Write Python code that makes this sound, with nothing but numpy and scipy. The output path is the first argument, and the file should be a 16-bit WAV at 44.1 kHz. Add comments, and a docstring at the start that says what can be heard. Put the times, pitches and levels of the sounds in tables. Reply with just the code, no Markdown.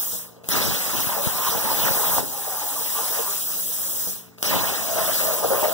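"""A plasma torch on a cutting table pierces and cuts sheet metal over a water tray in a workshop.
Noise makes the air's hiss, which stops twice, and the jet's roar through the cut. Noise and tones that
follow a shared pitch make the water gurgle; short dying tones and noise make the valve and arc sounds.
Behind it are a hum and a murmur. The two channels differ in phase and in part of their noise."""
import sys
import numpy as np
from scipy import signal
from scipy.io import wavfile
from scipy.ndimage import uniform_filter1d

SR = 44100
rng = np.random.default_rng(int(sys.argv[2]) if len(sys.argv) > 2 else 0)


def transcribe(u):
    """Save the signal u as a 16-bit wav file named by the first command-line argument.

    u: samples, shape (n,) or (channels, n), limited to [-1, 1]; the rate is SR.
    q: integer samples, one column per channel.
    """
    v = np.clip(np.atleast_2d(u).T, -1, 1)
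    q = np.round(v * 32767).astype(np.int16)
    wavfile.write(sys.argv[1], SR, q)


N = 252693

# Each restart of the torch: air_shuts_s [s], valve_opens_s [s], arc_strikes_s [s]
RESTARTS = [(.125, .4365, .488), (4.07, 4.378, 4.4277)]


def jet():
    """Thin hiss at the nozzle and a fuller, sputtering roar where the jet passes the cut."""
    # The blowing jet: start_s [s], hiss_db [dB], lift of the hiss's treble top_db [dB], roar_db [dB]
    jet_levels = [(0.0, -26.5, 3, -46.5), (.09, -30.5, 4.5, -51.5), (.125, -27, 0, -51.5),
                  (.488, -34, 1, -43), (.506, -29, 9, -38), (.525, -30.5, 2, -33.5), (.57, -27.5, -4, -30),
                  (.88, -26.5, -3.5, -38), (1.03, -28, 4.5, -35), (1.2, -30, 2.5, -43.5),
                  (1.25, -26, 3.5, -35.5), (1.34, -27.5, 0.5, -42), (1.5, -27, 4, -34.5),
                  (1.6, -28, 3, -40), (1.86, -26, 4, -32.5), (2.12, -24, 4, -40.5),
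                  (2.18, -20.5, -0.5, -41), (2.22, -31.5, 0, -50), (2.94, -25.5, 0.5, -42.5),
                  (3.19, -26, -1, -38.5), (3.26, -26.5, 1.5, -49.5), (3.33, -25, -1.5, -40),
                  (3.45, -27.5, 2.5, -49), (4.07, -27, 1.5, -49.5), (4.43, -36, 2.5, -41),
                  (4.452, -33, 9, -33.5), (4.475, -33.5, 5, -32), (4.526, -31, 5, -32),
                  (4.85, -28.5, -0.5, -39.5), (5.2, -24, 2, -35.5), (5.3, -26, 2.5, -40),
                  (5.43, -28.5, 1.5, -43), (5.61, -28, 3.5, -38.5), (5.73, -32, 6, -39.5)]
    # Tone colour of the hiss: frequency_hz [Hz], relative density_db [dB per Hz]
    hiss_color = [(1500, -61), (3000, -19), (6000, -10), (9000, -8), (12000, -6.5), (14000, -6),
                  (15500, -0.5)]
    # Tone colour of the roar: frequency_hz [Hz], relative density_db [dB per Hz]
    roar_color = [(150, -15), (500, 0.5), (1200, 2.5), (1800, 1), (2500, -1.5), (3500, -2.5), (6000, -3.5),
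                  (10000, -14), (15500, 1.5)]
    hiss_db, top_db, roar_db = curve(jet_levels)
    hiss_db = paused(hiss_db, fall_db_per_s=230, opening_db=-57, ready_db=-42)
    roar_db = paused(roar_db, fall_db_per_s=90, opening_db=-64, ready_db=-57)

    hiss = turbulence(hiss_color, (6000, 15700), patchy_db=1.6734, flicker_db=0.1, size=256)
    top = signal.sosfiltfilt(signal.butter(2, 12000, "high", fs=SR, output="sos"), hiss)
    tilted_hiss = hiss - top + gain_of(top_db) * top
    roar = turbulence(roar_color, (2600, 4200), patchy_db=3.0, flicker_db=0.0, size=256)
    return gain_of(hiss_db) * tilted_hiss + gain_of(roar_db) * roar


def arc_snaps():
    """Each arc strike is a very short pressure snap with a noisy crackle and a slower low push."""
    # Arc strikes: start_s [s], snap_db [dB], crackle_db [dB], push_db [dB]
    snap_hits = [(.4884, -13, -13, -14), (4.4281, 3.5, -12, -15)]
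    snap_s, push_s = .00004, .0007
    crackle_hold_s, crackle_t60_s = .0007, .002  # t60: the time to die away by 60 dB
    out, t = np.zeros(N), np.arange(SR // 3) / SR
    for start_s, snap_db, crackle_db, push_db in snap_hits:
        snap = gain_of(snap_db) * (1 - t / snap_s) * np.exp(-t / snap_s)
        fading_db = crackle_db - 60 * np.maximum(t - crackle_hold_s, 0) / crackle_t60_s
        bright_noise = evened(np.gradient(rng.standard_normal(len(t))))
        push = gain_of(push_db) * (1 - t / push_s) * np.exp(-t / push_s)
        add(out, start_s, snap + gain_of(fading_db) * bright_noise + push)
    return out


def arc_whistles():
    """The nozzle whistles briefly as the arc takes: noise in a narrow rising band and its octave."""
    # Whistles: start_s [s], length_s [s], from_hz [Hz], to_hz [Hz], level_db [dB]
    whistle_notes = [(0.492, 0.054, 4826, 6081, -26.5), (4.439, 0.04913, 4680, 5990, -27.5)]
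    out = np.zeros(N)
    for start_s, length_s, from_hz, to_hz, level_db in whistle_notes:
        hz = np.linspace(from_hz, to_hz, round(length_s * SR))
        air = rng.standard_normal(len(hz))
        whistle = sum(resonate(resonate(air, k * hz, 480.0), k * hz, 480.0) for k in (1, 2))
        add(out, start_s, gain_of(level_db) * evened(whistle) * np.hanning(len(hz)))
    return out


def arc_pop():
    """A dull pop as the arc goes out: one tone that dies within milliseconds."""
    start_s, level_db, pitch_hz, t60_s = 2.1827, -8, 920, .016
    out, t = np.zeros(N), np.arange(SR // 3) / SR
    add(out, start_s, -gain_of(level_db - 60 * t / t60_s) * np.sin(2 * np.pi * pitch_hz * t))
    return out


def valve():
    """The air valve ticks open and thuds shut, ringing in several tones; each opening gives a thin puff."""
    # The valve clicks home and bounces: start_s [s], level_db [dB]
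    opening_ticks = [(.4427, -33.5), (.4475, -49), (4.384, -34), (4.3885, -44.5)]
    # Tones of a tick: pitch_hz [Hz], relative level_db [dB], t60_s [s]
    tick_tones = [(602.5, -6, 0.01), (1490, -6, 0.0107), (2670, -2, 0.009), (3715, -3, 0.0054),
                  (4570, 0, 0.005), (6184, -6.5, 0.00678), (9120, -2, 0.004)]
    # The valve thuds shut: start_s [s], level_db [dB]
    shutting_thuds = [(0.13, -32.5), (4.068, -31)]
    # Tones of a thud: pitch_hz [Hz], relative level_db [dB], t60_s [s]
    thud_tones = [(105, -5, .12), (181, -4.5, 0.4), (325, -10, .15), (487, -4.5, 0.19), (643, -11.5, 0.275),
                  (755.9, -15.5, 0.24), (859, -13, 0.1393)]
    puff_db, puff_t60_s = -44.5, 0.0128
    out, t = np.zeros(N), np.arange(SR // 3) / SR
    for hits, tones in ((opening_ticks, tick_tones), (shutting_thuds, thud_tones)):
        ring = sum(gain_of(level_db - 60 * t / t60_s) * np.sin(2 * np.pi * pitch_hz * t)
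                   for pitch_hz, level_db, t60_s in tones)
        for start_s, level_db in hits:
            add(out, start_s, gain_of(level_db) * ring)
    for shuts_s, opens_s, strikes_s in RESTARTS:
        breath = evened(resonate(rng.standard_normal(len(t)), 10440.0, 4066.0))
        add(out, opens_s, gain_of(puff_db - 60 * t / puff_t60_s) * breath)
    return out


def cut_puffs():
    """Single low puffs of air from the cut, each just one cycle of a sine."""
    # Puffs: start_s [s], peak_db [dB], pitch_hz [Hz]
    puff_list = [(1.068, -24.5, 140.2), (1.2687, -15, 150), (1.49, -26, 190), (1.908, -21, 140)]
    out, t = np.zeros(N), np.arange(SR // 3) / SR
    for start_s, peak_db, pitch_hz in puff_list:
        one_cycle = np.sin(2 * np.pi * pitch_hz * t) * (pitch_hz * t < 1)
        add(out, start_s, gain_of(peak_db) * one_cycle)
    return out


def water():
    """The jet blows over a hollow in the water; bubbles burst around its pitch."""
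    level_db, hz, clear = hollow()
    clear = np.clip(clear, 0, 1)
    breath, churn = rng.standard_normal((2, N))

    # Clear part: breathy noise plus a wavering tone
    airy = evened(resonate(resonate(breath, hz, 65.0), hz, 280.0))
    waver = 1 + .03 * evened(uniform_filter1d(churn, size=1200))
    tone = np.sin(2 * np.pi * np.cumsum(hz * waver) / SR)
    note = evened(airy + gain_of(-1.5) * tone)

    # Rough part: broad sloshing and bubbles
    slosh = evened(resonate(resonate(churn, hz, 780.0), hz, 907.5))
    bubbles = np.zeros(N)
    for step in np.geomspace(.6, 1.8, num=6):  # six bubble pitches around that of the hollow
        happens = rng.random(N) < 30. / SR  # 30 bursts a second on average
        strength = gain_of(3.9345 * np.minimum(rng.exponential(1, N), 4))
        bursts = happens * strength * rng.choice([-1, 1], N)
        bubbles += resonate(resonate(bursts, step * hz, 61.0), step * hz, 420.0) / step
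    rough = evened(slosh + gain_of(-3.5) * evened(bubbles))

    overtone = evened(resonate(resonate(breath, 1.573 * hz, 620.0), 2.2 * hz, 660.0))
    blend = np.sqrt(clear) * note + np.sqrt(1 - clear) * rough
    return gain_of(level_db) * (blend + gain_of(-6.5) * overtone)


def hollow():
    """Level, pitch and clearness of the hollow: whichever gurgle is loudest leads the churning."""
    # Churning under the jet: start_s [s], level_db [dB before the tray], pitch_hz [Hz], clearness [0-1]
    churn_levels = [(0.0, -48, 970, 0.34), (.125, -67.5, 560, 0.1), (.49, -53, 790, 0.27),
                    (.9, -45.5, 893, 0), (1.3, -35.5, 800, 0.1), (2.19, -28, 907, 0), (2.25, -43, 800, 0),
                    (2.45, -42.5, 679, 0.5), (2.9, -46, 849.5, 0.3), (3.05, -38, 938.8, 0),
                    (3.3, -37.5, 963, 0.01), (3.39, -52, 740, 0.35), (4.07, -57, 604.4, 0.28),
                    (4.43, -47, 788, 0.3), (4.7, -37, 662.9, 0.5), (4.82, -36, 688, 0.98),
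                    (4.92, -32, 635, 0.8), (5.15, -40.5, 637, .6), (5.4, -31.5, 609.1, 0.1),
                    (5.73, -28, 644.3, 0.55)]
    # Gurgles: peak_s [s], level_db [dB before the tray], pitch_hz [Hz], clearness [0-1],
    # rise_s [s per 10 dB, sign ignored], fall_s [s per 10 dB, sign ignored]
    gurgle_list = [(.142, -50, 521.6, 0.21, 0.35, 0.9), (.63, -33, 885.8, 0.15, -0.09, 0.025),
                   (1.1, -26.5, 1047, 0.16, -0.01, 0.1419), (1.19, -29, 618, 0.41, -0.11, 0.0041),
                   (1.29, -35, 1090, 0.2, -0.0068, 0.4), (1.461, -23, 1093, 0.34, 0.0898, 0.06),
                   (1.55, -21, 819.4, 0.7, 0, 0.01), (1.7, -23.5, 959, 0.3, -0.07, 0.03),
                   (1.83, -27, 962, 0.45, 0.01, 0.0843), (2.03, -24, 794.7, 0.07, -0.01, 0.09),
                   (2.12, -25.5, 1050, 0.33, -0.03, 0.05), (2.185, -23.5, 910.9, 0.19, 0.0158, 0.02),
                   (2.36, -37.5, 899.3, 0.1, 0.0325, 0.0564), (2.54, -32.5, 745, 0.4, -0.1131, -0.03),
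                   (2.61, -33, 848.5, 0.41, -0.28, 0.09), (2.68, -35, 800.6, 0.47, -0.23, 0.08),
                   (2.76, -33.5, 848, 0.13, -0.03, 0.0986), (2.985, -25.5, 736, 0.5, 0, 0.03),
                   (3.05, -31, 1046, 0.42, 0.09, 0.03), (3.13, -32, 952.1, 0.22, -0.02, 0.015),
                   (3.185, -30, 720, 0, 0.05, 0.06), (3.3, -33, 1106, 0.26, 0.28, 0),
                   (4.09, -49, 520, 0.3, 0.63, 0), (4.503, -21, 841, 0, 0, 0.1567),
                   (4.98, -19.5, 671.7, 0.88, 0.0255, 0.07), (5.083, -21, 618.6, 0.87, -0.01, 0.03),
                   (5.2, -28, 622, 0.66, -0.002, 0.2), (5.3, -26.5, 625.4, 0.83, 0.08, 0.107),
                   (5.45, -18.5, 496.5, 0.3, 0.0184, 0), (5.53, -18.5, 538, 0.8, 0.05, 0.05),
                   (5.63, -21, 630, 0.45, 0.008, 0.06)]
    churn_db, hz, clear = curve(churn_levels)
    churn_db = paused(churn_db, fall_db_per_s=36, opening_db=-51.5, ready_db=-62)
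    power = gain_of(churn_db) ** 2
    # Pitch and clearness are averages weighted by power
    hz, clear = power * hz, power * clear
    for peak_s, level_db, gurgle_hz, gurgle_clear, rise_s, fall_s in gurgle_list:
        more = swell(peak_s, level_db, rise_s, fall_s)
        power = power + more
        hz = hz + more * gurgle_hz
        clear = clear + more * gurgle_clear
    return 10 * np.log10(power), hz / power, clear / power


def tray(x):
    """The steel tray lifts a few fixed pitches of the water sound and is too small to radiate its bass."""
    # Tray resonances: pitch_hz [Hz], width_hz [Hz], relative level_db [dB]
    tray_tones = [(385, 25, -3), (462, 30, 1), (545, 20, 1), (610, 20, 0), (665, 25, -1), (728, 25, -2),
                  (820, 25, -1), (878, 25, -2), (975, 25, -2), (1040, 25, -2), (1199, 25, -2)]
    ringing = sum(gain_of(level_db) * signal.lfilter(*signal.iirpeak(pitch_hz, pitch_hz / width_hz, SR), x)
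                  for pitch_hz, width_hz, level_db in tray_tones)
    rung = x + gain_of(6.5) * ringing
    no_bass = signal.butter(4, 390., "high", fs=SR, output="sos")
    return gain_of(-7.5) * signal.sosfilt(no_bass, rung)


def glugs():
    """Air pockets under the sheet glug: each is a soft-edged, fluttering note that bends upward."""
    # Glugs: peak_s [s], level_db [dB], length_s [s], pitch_hz [Hz, at the start]
    glug_notes = [(1.2, -33, .1, 551), (1.54, -32.5, .06, 450), (1.575, -33, .05, 460),
                  (1.778, -37, .06, 455.5), (2.004, -32, .06, 457), (2.42, -46, .07, 399.6),
                  (2.49, -44, .06, 470), (2.59, -39, .05, 1150), (2.744, -46, 0.052, 468),
                  (2.77, -38, .07, 1130), (2.81, -38, .06, 453), (2.98, -34.5, .09, 1130),
                  (3.0, -37, .09, 450), (3.04, -37, .08, 1020), (3.054, -40, .05, 539),
                  (3.118, -40, .05, 455), (3.175, -34, .05, 540), (3.209, -33.5, .09, 450),
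                  (3.29, -38.5, .1, 1140), (3.3, -40, .08, 401), (4.98, -35.5, .09, 456),
                  (5.45, -27.5, .07, 465), (5.53, -30, .07, 454), (5.55, -35, .09, 1050),
                  (5.65, -33, .06, 899.7)]
    pitch_rise, flutter_depth = 0.049, 0.42  # shares of the pitch and of the level
    out = np.zeros(N)
    for peak_s, level_db, length_s, pitch_hz in glug_notes:
        progress = np.linspace(0, 1, round(length_s * SR))
        turns = np.cumsum(pitch_hz * (1 + pitch_rise * progress)) / SR + rng.random()
        note = np.hanning(len(progress)) * np.sin(2 * np.pi * turns)
        add(out, peak_s - length_s / 2, np.sqrt(2) * gain_of(level_db) * note)
    flutter = evened(uniform_filter1d(rng.standard_normal(N), size=200))
    return out * (1 + flutter_depth * flutter)


def spits():
    """The water spits: very short tones that start at full level and die at once."""
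    # Spits: start_s [s], starting level_db [dB], pitch_hz [Hz]
    spit_list = [(1.093, -16, 906.6), (1.2615, -16, 520), (1.89, -16, 906), (5.444, -10, 703),
                 (5.462, -18.5, 699), (5.63, -7, 754.4)]
    t60_s = 0.011
    out, t = np.zeros(N), np.arange(SR // 3) / SR
    for start_s, level_db, pitch_hz in spit_list:
        add(out, start_s, gain_of(level_db - 60 * t / t60_s) * np.sin(2 * np.pi * pitch_hz * t))
    return out


def table():
    """Low, lumpy rumble of sheet and tray, strongest while the arc drills its hole."""
    # Tone colour of the rumble: frequency_hz [Hz], relative density_db [dB per Hz]
    rumble_color = [(25, -26), (60, -1.5), (100, -6), (140, -1.5), (200, -2.5), (350, -6.5), (600, -8.5),
                    (1000, -35.5)]
    # Lurches of the sheet: peak_s [s], level_db [dB],
    # rise_s [s per 10 dB, sign ignored], fall_s [s per 10 dB, sign ignored]
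    lurch_list = [(.02, -49.5, -0.04, 0.2), (.98, -34.5, 0.12, 0.1), (1.56, -36, -0.0143, 0.2),
                  (1.92, -36, 0.4, 0.03), (2.185, -36, 0.12, -0.13), (2.79, -49, 0, -0.1584),
                  (3.7, -48, 0.5, -0.0016), (3.89, -45.5, 0.25, 0.2338), (5.178, -41.5, 0.2, 0.16),
                  (5.418, -43, 0.1, 0.22), (5.624, -45, 0.3, -0.74)]
    # The arc breaks through the sheet, once after each strike: through_s [s]
    break_times = [0.682, 4.621]
    arc_out_s = 2.2  # the first cut ends; the air blows on
    cutting_db, air_only_db = -43, -63
    drilling_db, drill_rise_s, drill_fall_s = -29.5, 0.065, 0.1  # 12 dB up, then 15 dB down

    t = np.arange(N) / SR
    cutting = (t > RESTARTS[0][2]) & (t < arc_out_s) | (t > RESTARTS[1][2])
    steady_db = np.where(cutting, cutting_db, air_only_db)
    steady_db = paused(steady_db, fall_db_per_s=34.4, opening_db=-63, ready_db=-52)
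    power = gain_of(steady_db) ** 2 + sum(swell(*lurch) for lurch in lurch_list)
    for (shuts_s, opens_s, strikes_s), through_s in zip(RESTARTS, break_times):
        rising_db = 12 * (t - strikes_s) / drill_rise_s - 12
        falling_db = 15 * (through_s - t) / drill_fall_s
        shape_db = np.minimum(0, np.minimum(rising_db, falling_db))
        power = power + (t > strikes_s) * gain_of(drilling_db + shape_db) ** 2
    return np.sqrt(power) * turbulence(rumble_color, (70, 330), patchy_db=2.5, flicker_db=1.5, size=1024)


def moan():
    """A low moan under the blowing air: a narrow band of breath that sinks in pitch."""
    start_s, length_s, from_hz, to_hz, level_db = 2.5, .42, 329, 265.5, -49
    out = np.zeros(N)
    hz = np.linspace(from_hz, to_hz, round(length_s * SR))
    air = rng.standard_normal(len(hz))
    breath = evened(resonate(resonate(air, hz, 30.), hz, 59.0))
    add(out, start_s, gain_of(level_db) * breath * np.hanning(len(hz)))
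    return out


def shop():
    """Steady hum from another side of the shop, over a murmur of fans that differs in each channel."""
    # A machine in the shop: pitch_hz [Hz], level_db [dB]
    hum_tones = [(91.5, -70.5), (118.4, -61.5), (177.6, -60), (234, -64), (279.9, -65), (414.5, -68)]
    # A motor that slows a little: start_s [s], pitch_hz [Hz]
    motor_pitch = [(0, 465), (3.4, 441.4), (5.73, 441.4)]
    # Tone colour of the murmur: frequency_hz [Hz], relative density_db [dB per Hz]
    murmur_color = [(40, -14.5), (80, 1), (150, 2), (400, 1), (1000, -14), (2300, -30), (4400, -21),
                    (8000, -16), (15500, -40.5)]
    motor_db, murmur_db = -60.5, -59
    lead = np.array([[0], [2.1]])  # radians between the channels, before the right is inverted
    t = np.arange(N) / SR
    t = t + 0.0003 * evened(uniform_filter1d(rng.standard_normal(N), size=6000))  # the hum wavers
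    hum = sum(np.sqrt(2) * gain_of(level_db) * np.sin(2 * np.pi * (pitch_hz * t + rng.random()) + lead)
              for pitch_hz, level_db in hum_tones)
    motor_turns = np.cumsum(curve(motor_pitch)[0]) / SR
    motor = np.sqrt(2) * gain_of(motor_db) * np.sin(2 * np.pi * motor_turns + lead)
    murmur = [turbulence(murmur_color, (50, 15000), patchy_db=1.5, flicker_db=.6, size=1024)
              for channel in "LR"]
    return hum + motor + gain_of(murmur_db) * np.array(murmur)


def stereo(x):
    """Both channels share one sound, turned in phase on the right; each adds noise of its own."""
    # How unlike the two channels are: frequency_hz [Hz], level_db of the unshared noise
    # [dB against shared sound]
    unshared_levels = [(100, -24), (500, -8.5), (1120, -20.5), (1650, 2.5), (2000, -10), (2080, -66),
                       (2450, -76), (2550, -3.5), (3000, -0.5), (3530, -17), (3950, 5.5), (4180, -6),
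                       (4240, -53), (4680, -36), (4780, 16), (5050, -0.5), (6000, 0), (9000, -1),
                       (12000, -4), (15000, -6)]
    # How much louder the left channel is than the right: frequency_hz [Hz], difference_db [dB]
    left_louder = [(100, 2), (400, 3.5), (1200, 0), (4800, 0), (9000, 2.5), (13000, 1.5), (15000, -.5)]
    # Phase between the channels, before the right is inverted: frequency_hz [Hz], phase_cycles [cycles].
    # Over two bands, near 2070-2480 and 4220-4700 Hz, left and right end up as near-exact opposites.
    phase_between = [(0, 0), (172, .1), (517, .28), (1120, .49), (1550, .66), (1980, .95), (2070, 1),
                     (2480, 1), (2700, 1.1), (3015, 1.43), (3530, 1.5), (3960, 1.84), (4220, 2), (4700, 2),
                     (5000, 2.2), (6720, 2.9), (16000, 6.87)]
    wander_hz, wander_frames, wander_bins = 90., 10, 9  # these curves drift a little along the pitch axis

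    # Unshared noise: random noise that follows the smeared spectrum of the shared sound
    hz, t, z = signal.stft(x, SR, nperseg=256, noverlap=192)
    keep = gain_of(-120 * t[1] / 0.15)  # its power has a t60 of 0.15 s
    blurred_power = uniform_filter1d(abs(z) ** 2, size=3, axis=0)
    linger = np.sqrt(signal.lfilter([1 - keep], [1, -keep], blurred_power))
    a, b = rng.standard_normal((2, 2) + z.shape)
    unshared = signal.istft(linger * (a + 1j * b), nperseg=256, noverlap=192)[1][:, :N]
    unshared *= np.std(x) / np.std(unshared)

    hz, t, z = signal.stft(np.vstack([x, unshared]), SR, nperseg=1024, noverlap=768)
    shared, only_left, only_right = z
    sway = rng.standard_normal((len(t), len(hz)))
    sway = evened(uniform_filter1d(sway, size=wander_frames, axis=0))
    sway = evened(uniform_filter1d(sway, size=wander_bins, axis=1)).T
    hz = hz[:, None]
    hz = hz + wander_hz * sway * np.minimum(hz / 2000, 1)  # less drift below 2000 Hz
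    unlike = gain_of(read(unshared_levels, hz))
    lean = gain_of(read(left_louder, hz) / 2)  # half the difference goes to each channel
    turned = np.exp(-2j * np.pi * np.interp(hz, *np.transpose(phase_between)))
    left = (shared + unlike * only_left) * lean
    right = (shared * turned + unlike * only_right) / lean
    pair = np.array([left, right]) / np.sqrt(1 + unlike ** 2)
    return signal.istft(pair, nperseg=1024, noverlap=768)[1][:, :N]


def turbulence(spectrum, within, patchy_db, flicker_db, size):
    """Noise with drifting patches and a flicker common to all bins; rms one in the band within."""
    hz = np.fft.rfftfreq(size, 1 / SR)
    a, b, patches = rng.standard_normal((4 * N // size + 5, len(hz), 3)).T
    patches = uniform_filter1d(uniform_filter1d(patches, size=6, axis=0), size=16, axis=1)
    flicker = evened(uniform_filter1d(rng.standard_normal(a.shape[1]), size=3))
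    level_db = read(spectrum, hz)[:, None] + patchy_db * evened(patches) + flicker_db * flicker
    z = (a + 1j * b) * gain_of(level_db)
    x = signal.istft(z, nperseg=size, noverlap=3 * size // 4)[1][:N]
    band = signal.butter(4, within, "band", fs=SR, output="sos")
    return x / np.std(signal.sosfilt(band, x))


def paused(db, fall_db_per_s, opening_db, ready_db):
    """A level that dies away when the air shuts, then goes from opening to ready level before the arc."""
    ease_s = 0.091  # the line still holds pressure for a moment after the air shuts
    build_s = 0.0341  # pressure builds after the valve opens
    t = np.arange(N) / SR
    for shuts_s, opens_s, strikes_s in RESTARTS:
        dying_db = db[round(shuts_s * SR)] - fall_db_per_s * (np.hypot(t - shuts_s, ease_s) - ease_s)
        db = np.where((t > shuts_s) & (t < opens_s), dying_db, db)
        waiting_db = np.interp(t, [opens_s, opens_s + build_s], [opening_db, ready_db])
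        db = np.where((t >= opens_s) & (t < strikes_s), waiting_db, db)
    return db


def swell(peak_s, level_db, rise_s, fall_s):
    """Power of a sound that climbs to a peak and sinks again, 10 dB per rise or fall time."""
    step = 8  # samples that share one value
    late = np.arange(0, N, step) / SR - peak_s
    with np.errstate(divide="ignore", invalid="ignore"):
        below_peak = np.maximum(-late / abs(rise_s), late / abs(fall_s))
    return np.repeat(gain_of(level_db - 10 * below_peak) ** 2, step)[:N]


def resonate(x, hz, width):
    """Shifts the curve hz down to zero, smooths, and shifts back: a resonance of gain 1, width in Hz."""
    turn = np.exp(2j * np.pi * np.cumsum(hz * np.ones(len(x))) / SR)
    r = np.exp(-np.pi * width / SR)
    smooth = signal.lfilter([1 - r], [1, -r], x * turn.conj() + 1e-18)
    return 2 * (turn * smooth).real


def curve(points):
    """Every column after the time column, joined by straight lines sample by sample."""
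    t, columns = np.arange(N) / SR, np.transpose(points)
    return [np.interp(t, columns[0], column) for column in columns[1:]]


def read(points, hz):
    """Reads a spectrum on a log-frequency axis."""
    f, value = np.transpose(points)
    return np.interp(np.log(hz + 1), np.log(f + 1), value)


def gain_of(db):
    """Decibels to amplitude."""
    return 10 ** (np.asarray(db) / 20)


def evened(x):
    """Scales to an rms (average strength) of one."""
    return x / np.sqrt(np.mean(x ** 2) + 1e-20)


def add(mix, start_s, sound):
    """Mixes a sound in at a time."""
    part = mix[round(start_s * SR):][:len(sound)]
    part += sound[:len(part)]


def scene():
    """The torch and its table stand near; the shop sounds all around."""
    torch = jet() + arc_snaps() + arc_whistles() + arc_pop() + valve() + cut_puffs()
    wet = tray(water()) + glugs() + spits()
    return stereo(torch + wet + table() + moan()) + shop()


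def record(dry):
    """The right channel is wired inverted; the microphones drop the deepest bass; then the band limit."""
    no_deep_bass = signal.butter(2, 55., "high", fs=SR, output="sos")
    wired = signal.sosfilt(no_deep_bass, dry * np.array([[1], [-1]]))
    band_limit = signal.firwin(1023, 15740, window=("kaiser", 4), fs=SR)  # cuts above 15740 Hz
    return signal.oaconvolve(wired, band_limit[None], "same")


dry = scene()
out = record(dry)
transcribe(out)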